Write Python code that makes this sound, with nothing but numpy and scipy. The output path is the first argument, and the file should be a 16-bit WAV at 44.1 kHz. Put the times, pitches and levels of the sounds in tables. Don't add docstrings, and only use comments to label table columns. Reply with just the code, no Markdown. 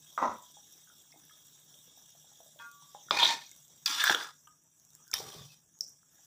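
import sys
import numpy as np
from scipy import signal
from scipy.fft import rfft, irfft, next_fast_len
from scipy.io import wavfile
from scipy.ndimage import uniform_filter1d, map_coordinates

SR = 44100
rng = np.random.default_rng(int(sys.argv[2]) if len(sys.argv) > 2 else 0)


def field_ratio(decibels):
    return 10 ** (np.asarray(decibels, dtype=float) / 20)


def log_audio(samples):
    frames = np.atleast_2d(samples).T
    limited = np.clip(frames, -1, 1)
    pcm = np.round(limited * 32767).astype(np.int16)
    wavfile.write(sys.argv[1], SR, pcm)


N = 276044


# time in seconds, pressure in dB, depth of the contact down the bowl in dB.
SLOSH = [(.177, -33, -15), (.215, -34.5, -6), (.228, -28, 2), (.27, -33, 7.5), (.315, -36.5, -1.5),
         (.335, -43, 8), (.362, -46, 5), (.378, -57, 5), (.5, -77, -9)]
# frequency in Hz, level in dB per Hz.
SLOP_TONE = [(35, -68), (80, -42), (200, -1.5), (370, -11.5), (980, -5), (2060, -21), (2750, -29),
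             (2950, -39), (3600, -27.5), (4600, -41), (5740, -22), (8600, -49.5), (15600, -64)]
# frequency in Hz, width in Hz, level in dB over the noise.
SLOP_MODES = [(307, 160, 5), (620, 130, 4.5), (1000, 170, 10), (1280, 119, 10), (1910, 150, 15)]


def slop():
    rows = pressed(SLOSH, mix_db=(-16, -2, -18.5, -22), sinks=(0.88, 0.0061, 0.2, 0.1))
    return stroke(rows, SLOP_TONE, SLOP_MODES, (500, 1500, 2900), patchy_db=1.8, clump_db=1.6)


# time in seconds, pressure in dB, depth down the bowl in dB.
PUSHES = [
    [(3.108, -43, 15), (3.135, -43.5, 12), (3.2, -33.5, -2.5), (3.235, -34, -2.5), (3.28, -33.5, -4),
     (3.34, -37.5, -1.5), (3.365, -49, 1.5), (3.43, -55.5, -11), (3.56, -77, -20.5)],
    [(3.858, -36.5, -26), (3.9, -33.5, -15), (3.975, -41, -3.5), (4.06, -35, -4.5), (4.115, -36, 6),
     (4.16, -44.5, 3), (4.22, -49, 14), (4.29, -59.5, 8), (4.4, -85.5, -18)],
    [(5.13, -45, -7), (5.155, -46.5, -8), (5.2, -46.5, -1.5), (5.26, -55, 11), (5.33, -51.5, -3.5),
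     (5.4, -56, 4), (5.46, -57.5, -9.5), (5.54, -60.5, -18), (5.62, -78.5, -10)],
    [(5.808, -43.5, -11.5), (5.83, -51, 1), (5.92, -60, -3), (6.0, -76, 4.5)],
]
# frequency in Hz, level in dB per Hz.
STROKE_TONES = [
    [(53, -66), (90, -30), (301, -18), (539, -22), (945, -3), (1240, -11), (3650, -7), (13000, -42.5)],
    [(53, -57), (90, -24.5), (1120, -6.5), (1660, -11.5), (2260, -14.5), (3500, -11), (4320, -17),
     (13000, -35)],
    [(65, -23), (110, -16), (554, -13.5), (778, -12.5), (2200, -18.5), (3480, -10), (5620, -15.5),
     (13000, -24)],
    [(53, -48), (90, -10), (636, -25.5), (4050, -39.5), (5540, -9), (13000, -34)],
]
# frequency in Hz, width in Hz, level in dB over the scrape.
STROKE_MODES = [
    [(600, 11, 5.6), (822, 16, 9), (946, 23, 9.2), (1443, 30, 6.9), (1796, 35, 6.3), (2196, 28, 6.7),
     (2478, 90, 11), (2950, 24, 8.2), (3270, 91, 14), (3590, 83, 13.3), (3840, 25, 2.3), (5939, 57, 5)],
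    [(290, 20, 7), (980, 32, 4.5), (1256, 18, 11.5), (1373, 45, 16), (1651, 39, 14), (1653, 48, 8.2),
     (3435, 62, 7.2), (3556, 107.7, 7.5), (4995, 80, 2.5), (5730, 160, 4)],
    [(136.2, 57, 8.4), (413, 36, 13), (789, 18, 9.9), (1164, 51, 7), (2500, 31, 3.1), (3150, 130, 9.2),
     (3435, 78, 6.4), (3620, 150, 6.9), (5140, 140, 2.5), (5700, 100, 13)],
    [(5420, 170, 8.5), (5706, 160, 10), (7570, 250, 3)],
]
# level over the pressure in dB of thud, bowl, blade, edge.
STROKE_MIXES = [(-13, -0.1, -4.5, 0), (-18.5, 0, -1.5, 0.013), (-9.5, -7, -6.5, 0),
                (-18.5, -30, -27.5, 0.00063)]
# dB gained per dB of depth by thud, bowl, blade, edge.
STROKE_SINKS = (1, .52, 0.17, 0.073)
# frequency in Hz where thud gives way to bowl, for each stroke.
BOWL_HZ = (600, 820, 600, 600)


def spatula():
    strokes = np.zeros(N)
    for push, mix_db, low_hz, tone, modes in zip(PUSHES, STROKE_MIXES, BOWL_HZ, STROKE_TONES, STROKE_MODES):
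        rows = pressed(push, mix_db, STROKE_SINKS)
        strokes += stroke(rows, tone, modes, (low_hz, 2200, 4500), patchy_db=2.0, clump_db=2.0)
    return strokes


# time in seconds, gain in dB, half length in seconds.
BITES = [
    (3.23, 15, 0.045),
    (3.995, 10.5, 0.056),
    (5.146, 10, 0.05),
]


def pressed(push, mix_db, sinks):
    s, pressure_db, depth_db = np.transpose(push)
    t = np.linspace(s[0], s[-1], 200)
    pressure = np.interp(t, s, pressure_db)[:, None]
    depth = np.interp(t, s, depth_db)[:, None]
    levels = pressure + depth * np.array(sinks) + np.array(mix_db)
    bite = sum(db * np.maximum(0, 1 - np.abs(t - at) / half) for at, db, half in BITES)
    return np.c_[t, levels + np.outer(bite, [0, 0, 1, 0])]


def stroke(rows, tone, modes, edges_hz, patchy_db, clump_db):
    start, end = rows[0][0], rows[-1][0]
    n = round((end - start) * SR)
    fade = np.minimum(1, np.arange(n) / 60) * np.minimum(1, np.arange(n)[::-1] / 900)
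    drive = grit(n, patchy_db, clump_db, grains=1000, grain_db=6.0)
    out = np.zeros(N)
    out[round(start * SR):][:n] = fade * played(drive, tone, modes, edges_hz, rows, start)
    return out


def grit(n, patchy_db, clump_db, grains, grain_db):
    z = signal.stft(rng.standard_normal(n + 1024), nperseg=512)[2]
    thin = uniform_filter1d(rng.standard_normal(z.shape), size=9, axis=1)
    broad = uniform_filter1d(rng.standard_normal(z.shape), size=9, axis=0)
    broad = uniform_filter1d(broad, size=7, axis=1)
    depth_db = patchy_db * np.minimum(1, np.arange(len(z)) / 6)[:, None]
    patches = field_ratio(depth_db * (unit(broad) + unit(thin)))
    noise = signal.istft(z * patches, nperseg=512)[1][:n]
    chance, size = rng.random((n, 2)).T
    spikes = 1 + (chance < grains / SR) * field_ratio(grain_db) * size
    return noise * field_ratio(clump_db * wobble(180, n)) * spikes


def played(drive, tone, modes, edges_hz, rows, start):
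    n = len(drive)
    m = next_fast_len(n + 8192)
    f = np.fft.rfftfreq(m, 1 / SR) + 1
    hz, db = np.transpose(tone)
    colour = field_ratio(np.interp(np.log(f), np.log(hz), db))
    lift = 1 + sum(field_ratio(g) * 1j * f * w / (c * c - f * f + 1j * f * w) for c, w, g in modes)
    z = rfft(drive, m) * colour * lift
    below = [0 * f] + [1 / (1 + (f / e) ** 20) for e in edges_hz] + [1 + 0 * f]
    s, *levels = np.transpose(rows)
    t = start + np.arange(n) / SR
    out = np.zeros(n)
    for a, b, level in zip(below, below[1:], levels):
        register = irfft(z * np.sqrt(np.abs(b - a)), m)[:n]
        out += field_ratio(np.interp(t, s, level)) * unit(register)
    return out


def unit(x):
    return x / np.sqrt(np.mean(x ** 2) + 1e-20)


def wobble(rate, n):
    knots = rng.standard_normal(int(n * rate / SR) + 4)
    return map_coordinates(knots, [np.arange(n) * rate / SR])


def contacts(table, spread, side, rise_s, late_s, crack_db):
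    out, t = np.zeros(N + SR), np.arange(SR // 6) / SR
    for s, db, hz, t60 in table:
        a, b = rng.uniform(0.17, 1.7, 2)
        tone = lambda ratio: np.sin(2 * np.pi * hz * ratio * t)
        ring = tone(0.99) + side * (tone(1 + spread * a) + tone(1 - spread * b))
        blow = 0.84 + 0.46 * np.exp(-4 * t * hz / 10)
        envelope = field_ratio(-60 * t / t60) * blow * (1 - np.exp(-t / rise_s))
        hiss = np.diff(np.diff(rng.standard_normal(len(t) + 2))) / 2
        crack = field_ratio(crack_db - 60 * t / 0.017) * hiss
        out[round((s + late_s) * SR):][:len(t)] += field_ratio(db) * (ring * envelope + crack)
    return out[:N]


# time in seconds, peak in dB.
DRY = [(3.1088, -10), (3.1974, -15), (3.2316, -5.5), (3.2365, -9.5), (3.2395, -9), (3.228, -13),
       (3.2558, -10.5), (3.2664, -13), (4.0776, -12), (4.2018, -28)]
# time in seconds, peak in dB.
WET = [(1.7414, -45.5), (2.59, -41), (3.8776, -19.5), (4.0383, -23), (4.0971, -15), (4.147, -12),
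       (5.3208, -37.5)]
# time in seconds, peak in dB.
EDGE = [(1.1189, -39.5), (5.0843, -45), (5.1135, -31), (5.1383, -8), (5.1517, -28.5), (5.1871, -29),
        (5.8077, -9.5), (5.8195, -31), (5.8294, -32), (5.8374, -29), (5.8463, -34)]
# time in seconds, peak in dB, frequency in Hz.
RIM = [(3.109, -19.5, 5100), (3.1872, -20.5, 2500), (3.463, -41, 5900), (3.8592, -11.5, 4820),
       (3.86, -19, 5700), (3.861, -26, 2550), (4.472, -50.5, 3080), (5.1329, -29, 2400), (5.808, -36, 4760),
       (6.0162, -61.5, 3700)]


def clinks():
    rows = [(*row, 3600, 0.013) for row in DRY]  # Hz, t60 in seconds
    rows += [(*row, 3400, 0.014) for row in WET]
    rows += [(*row, 5480, 0.01) for row in EDGE]
    rows += [(*row, 0.021) for row in RIM]
    steel = contacts(rows, spread=0.06, side=0.43, rise_s=0.00079, late_s=0.00044, crack_db=-33)
    late = np.arange(N) / SR > 5.7
    return np.where(late, thinned(thinned(steel)), steel)


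# start in seconds, peak in dB, frequency in Hz, t60 in seconds.
SLIDES = [(3.222, -27, 943, 0.12), (3.285, -29, 930, 0.2003), (3.29, -34, 1800, 0.19),
          (3.992, -22, 1722, 0.12), (4.012, -22, 1700, 0.093), (4.05, -24, 1650, .1),
          (4.068, -22, 1640, .1), (5.52, -58, 2500, 0.095), (5.29, -52, 1600, .12), (5.38, -46, 3600, 0.14),
          (5.41, -45, 3500, 0.096), (5.49, -56, 2620, 0.13), (5.735, -55, 6700, 0.21),
          (4.975, -64.5, 1250, 0.25), (5.08, -56.5, 1500, 0.22), (5.245, -49, 1190, .15),
          (5.38, -52, 140, 0.34), (5.44, -53.5, 150, 0.27), (5.235, -55, 380, .25), (5.345, -52, 397, .12),
          (5.23, -52.5, 800, .2), (5.37, -56, 1100, .2), (3.875, -37, 1100, .2), (3.88, -38, 900, 0.15),
          (3.865, -36, 2500, .1), (4.25, -48, 1450, 0.21)]


def slides():
    rings = contacts(SLIDES, spread=0.025, side=0.99, rise_s=0.023, late_s=0, crack_db=-49.5)
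    return rings * field_ratio(2.1 * wobble(150, N))


# time in seconds, peak in dB, frequency in Hz.
CHOKED = [(.318, -42, 614), (3.1085, -11, 1220), (4.0963, -9.5, 1640), (4.109, -17, 1611),
          (5.139, -22.5, 1790), (4.0398, -10, 1600), (4.0696, -15, 1600), (4.058, -20, 1680),
          (4.113, -18, 1450), (4.126, -22, 1650), (5.139, -28.5, 1290), (5.139, -20, 3700),
          (.213, -27, 1100), (.234, -25, 1140)]


def choked_knocks():
    rows = [(*row, 0.014) for row in CHOKED]
    blows = contacts(rows, spread=0.11, side=0.3, rise_s=0.0007, late_s=0.0003, crack_db=-38)
    return signal.sosfilt(signal.butter(2, 294, 'high', fs=SR, output='sos'), blows)


# time in seconds, peak in dB, frequency in Hz.
KNOCKS = [(.1772, -18, 1240), (.188, -23, 1250), (.222, -19.5, 820), (.226, -16.5, 1037),
          (.242, -24.5, 970), (.264, -29, 1106), (3.229, -16.5, 963), (4.019, -15.5, 1703),
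          (4.0415, -12, 1650), (4.076, -13, 1634), (4.145, -17, 1476), (4.209, -25, 1580),
          (5.116, -45, 1400)]
# time in seconds, peak in dB, frequency in Hz, t60 in seconds.
THUDS = [(0.286, -57, 90, 0.26), (5.135, -56.5, 75, 0.11), (.385, -49, 1000, 0.24),
         (1.14, -54.5, 690, 0.041), (1.16, -63.5, 307, 0.21), (3.109, -29.5, 600, 0.011),
         (3.899, -51, 290, 0.23), (4.096, -20, 858, 0.034), (4.106, -28.5, 355, 0.032),
         (4.147, -33.5, 476, 0.051), (5.139, -37.5, 1110, 0.037), (5.2, -45.5, 434, 0.046),
         (5.348, -48.5, 410, 0.08), (5.362, -51, 142, 0.29), (5.41, -51, 131, 0.35)]
# time in seconds, peak in dB, frequency in Hz.
POPS = [(1.124, -51, 2150), (1.159, -55, 813), (1.295, -51.5, 1710), (1.876, -62, 494), (1.974, -58, 767),
        (2.15, -57.5, 700), (2.244, -57.5, 789), (2.316, -57.5, 837), (2.403, -47.5, 685),
        (2.948, -35.5, 820), (3.085, -43.5, 1420), (3.516, -54, 2170), (4.949, -61, 1670),
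        (5.203, -36, 791)]
# time in seconds, peak in dB, frequency in Hz.
GURGLES = [(.294, -31.5, 980), (.569, -51, 820), (.873, -57, 1520), (.899, -54.5, 1420),
           (1.309, -56.5, 1280), (1.756, -64, 610), (2.461, -57.5, 620), (2.559, -57.5, 613),
           (2.822, -54.5, 980), (3.303, -25.5, 939), (3.861, -38.5, 1387), (4.472, -48, 1243),
           (5.069, -59.5, 1562), (6.18, -63.5, 1679), (6.19, -64, 790)]


def knocks_and_pops():
    kinds = [(POPS, 0.036), (GURGLES, 0.07), (KNOCKS, 0.021)]
    rows = [(*row, t60) for table, t60 in kinds for row in table]
    return contacts(rows + THUDS, spread=0.15, side=0.33, rise_s=0.00088, late_s=0.00033, crack_db=-40)


# onset in seconds, level in dB.
TOUCH = [
    (2.588, -48),
    (2.597, -38),
    (2.618, -42.5),
    (2.64, -47),
]
# frequency in Hz, level in dB, t60 in seconds.
HANDLE = [(938, -6, 0.08), (1150, -12, 1.03), (1416, -5.5, 0.33), (1580, 1, 0.13), (1780, -14, .11),
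          (2050, -11, .05), (2513, -9.5, 0.13), (3330, 3.5, 0.043)]


def handle():
    out, t = np.zeros(N + SR), np.arange(SR // 2) / SR
    for s, db in TOUCH:
        ring = np.zeros(len(t))
        for hz, g, t60 in HANDLE:
            level_db = g + rng.normal(0, 1.2) - 60 * t / t60 + 4.1 * wobble(55, len(t))
            ring += field_ratio(level_db) * np.sin(2 * np.pi * hz * (t + s))
        buzz = np.convolve(rng.standard_normal(len(t)), np.hanning(7), 'same')
        ring += field_ratio(-12.5 - 60 * t / 0.088) * buzz
        out[round(s * SR):][:len(t)] += field_ratio(db - 8) * ring * (1 - np.exp(-t / 0.003))
    since_grip = np.maximum(0, np.arange(N) / SR - 2.94)
    return out[:N] * field_ratio(-60 * since_grip / 0.068)


# time in seconds, peak in dB.
SPITS = [(2.7145, -38.5), (3.3097, -29), (3.493, -40), (3.5143, -35), (3.562, -42), (3.6805, -45),
         (3.8594, -19), (3.9882, -34), (4.0391, -14.5), (4.0736, -24), (4.1469, -24), (4.2359, -33.5),
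         (4.4756, -45.5), (4.7981, -44.5), (4.8498, -45), (4.904, -43.5), (4.277, -41), (4.933, -47),
         (4.9507, -34.5), (5.0787, -39), (5.1147, -28.5), (5.1881, -31.5), (5.7888, -44.5), (6.248, -46),
         (5.8412, -43), (5.879, -39)]
# time in seconds, peak in dB, frequency in Hz.
SNAPS = [(3.9, -36, 11500), (3.86, -27, 7300), (4.041, -21.5, 14930), (5.1401, -17.5, 10470),
         (5.893, -44.5, 9020)]


def spits():
    fat = [(*row, 6900 * (1 + 0.071 * rng.normal())) for row in SPITS]
    rows = [(*row, 0.004) for row in fat + SNAPS]
    return thinned(contacts(rows, spread=0.17, side=0.3, rise_s=0.0001, late_s=0.00047, crack_db=-15.5))


def thinned(x):
    return signal.sosfilt(signal.butter(2, 4410, 'high', fs=SR, output='sos'), x)


# time in seconds, peak in dB.
SIZZLE_TICKS = [(0.3382, -44), (0.3866, -48), (0.4245, -46), (0.5188, -47), (0.7229, -41), (0.8451, -48),
                (1.0212, -45), (1.123, -47), (1.1968, -50), (1.2517, -43), (1.3145, -46), (1.3943, -49),
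                (1.4687, -45), (1.5994, -45), (1.7515, -48.5), (1.969, -49), (2.1037, -47), (2.2499, -50),
                (2.4814, -46.5), (2.5682, -49), (2.7118, -51.5),
                (4.637, -52), (4.78, -54), (5.45, -50), (5.465, -52), (5.545, -54), (5.895, -48),
              (3.765, -52), (5.399, -46)]


def droplets():
    rows = [(s, db - 0.6, 8800 * (1 + 0.25 * rng.uniform(-1, 1)), 0.003)
            for s, db in SIZZLE_TICKS]
    ticks = contacts(rows, spread=0.34, side=0.6, rise_s=0.0001, late_s=0.0004, crack_db=-14)
    return thinned(thinned(ticks))


def bubbles(count):
    when, size, pitch = rng.random((count, 3)).T
    peak_db = -66 - 4 * np.log(size + 0.05)
    pops = np.c_[when * N / SR, peak_db, 450 * 4 ** pitch, np.full(count, 0.012)]
    return contacts(pops, spread=0.49, side=0.37, rise_s=0.00092, late_s=0, crack_db=-29.5)


# frequency in Hz, level in dB per Hz.
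AIR = [(18, -48.5), (30, -16.5), (148, -5.5), (250, -10.5), (790, -10.5), (1720, -14.5), (1950, -18),
       (2500, -21), (3500, -9.5), (4500, -17), (5700, -5), (7500, -7), (9500, -13), (13500, -14),
       (15400, -13)]
# frequency in Hz, width in Hz, level in dB.
PAN = [(152, 15, 6), (1670, 41, 1.9), (3360, 80, 13), (3666, 120, 15), (5550, 100, 1.3), (5833, 170, 9.1),
       (6680, 320, 1.7), (7530, 280, 3.9)]
# time in seconds, boil in dB.
BOIL = [(0, -5), (.1, 2.5), (0.449, 3), (1.15, -2.5), (1.5, 0.5), (2.25, -1), (2.7, -3), (3.02, 4),
        (3.62, -3), (3.8, -5.5), (4.42, -19), (4.65, -37), (4.949, -15.5), (5.68, -31), (6.05, -27),
        (6.12, -12.5), (6.26, -10)]
# level in dB at a full boil of hum, simmer, sizzle, fizz, finest spray.
STOVE_DB = (-73.5, -74.5, -68.5, -62.5, -68.5)
STOVE_FOLLOWS = (0.06, .22, 1, .22, 0.4)


def simmer():
    breath = field_ratio(0.62 * wobble(11.0, N))
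    drive = grit(N, patchy_db=2.5, clump_db=1.14, grains=40, grain_db=17) * breath
    rows = [(s, *(np.array(STOVE_DB) + boil_db * np.array(STOVE_FOLLOWS))) for s, boil_db in BOIL]
    return played(drive, AIR, PAN, (300, 2800, 5000, 11800), rows, 0)


def starved(x):
    f = np.fft.rfftfreq(N, 1 / SR)
    band = irfft(rfft(x) * ((f > 11900) & (f < 14300)), N)
    sag_db = 5 * np.clip(1.6 * wobble(14, N) - 0.3, 0, 1.5)
    return x - band * (1 - field_ratio(-sag_db))


def kitchen(x, t60):
    t = np.arange(SR // 4) / SR
    tail = rng.standard_normal(len(t)) * field_ratio(-60 * t / t60) * (t > 0.004)
    return signal.fftconvolve(x, tail / np.linalg.norm(tail))[:N]


def scene():
    dull = knocks_and_pops() + handle() + bubbles(count=60)
    sharp = clinks() + spits() + slides() + choked_knocks()
    room = field_ratio(-5.5) * kitchen(dull, t60=0.27) + field_ratio(-11) * kitchen(sharp, t60=0.2)
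    mono = slop() + spatula() + dull + sharp + room + droplets() + starved(simmer())
    return np.array([mono, mono])


def top_cut(x):
    return signal.sosfilt(signal.butter(12, 16640, fs=SR, output="sos"), x)


def record(dry):
    f = np.fft.rfftfreq(N, 1 / SR) + 1
    peak = 1 + field_ratio(-1) * np.exp(-((f - 15000) / 1300) ** 2)
    bass_cut = 1 / (1 + (40 / f) ** 2)
    notch = 1 - 0.36 * np.exp(-((f - 10900) / 350) ** 2)
    limit = np.where(f < 15520, 1, field_ratio(-29.0))
    finished = irfft(rfft(dry) * peak * bass_cut * notch * limit, N)
    return top_cut(finished)


dry = scene()
out = record(dry)
log_audio(out)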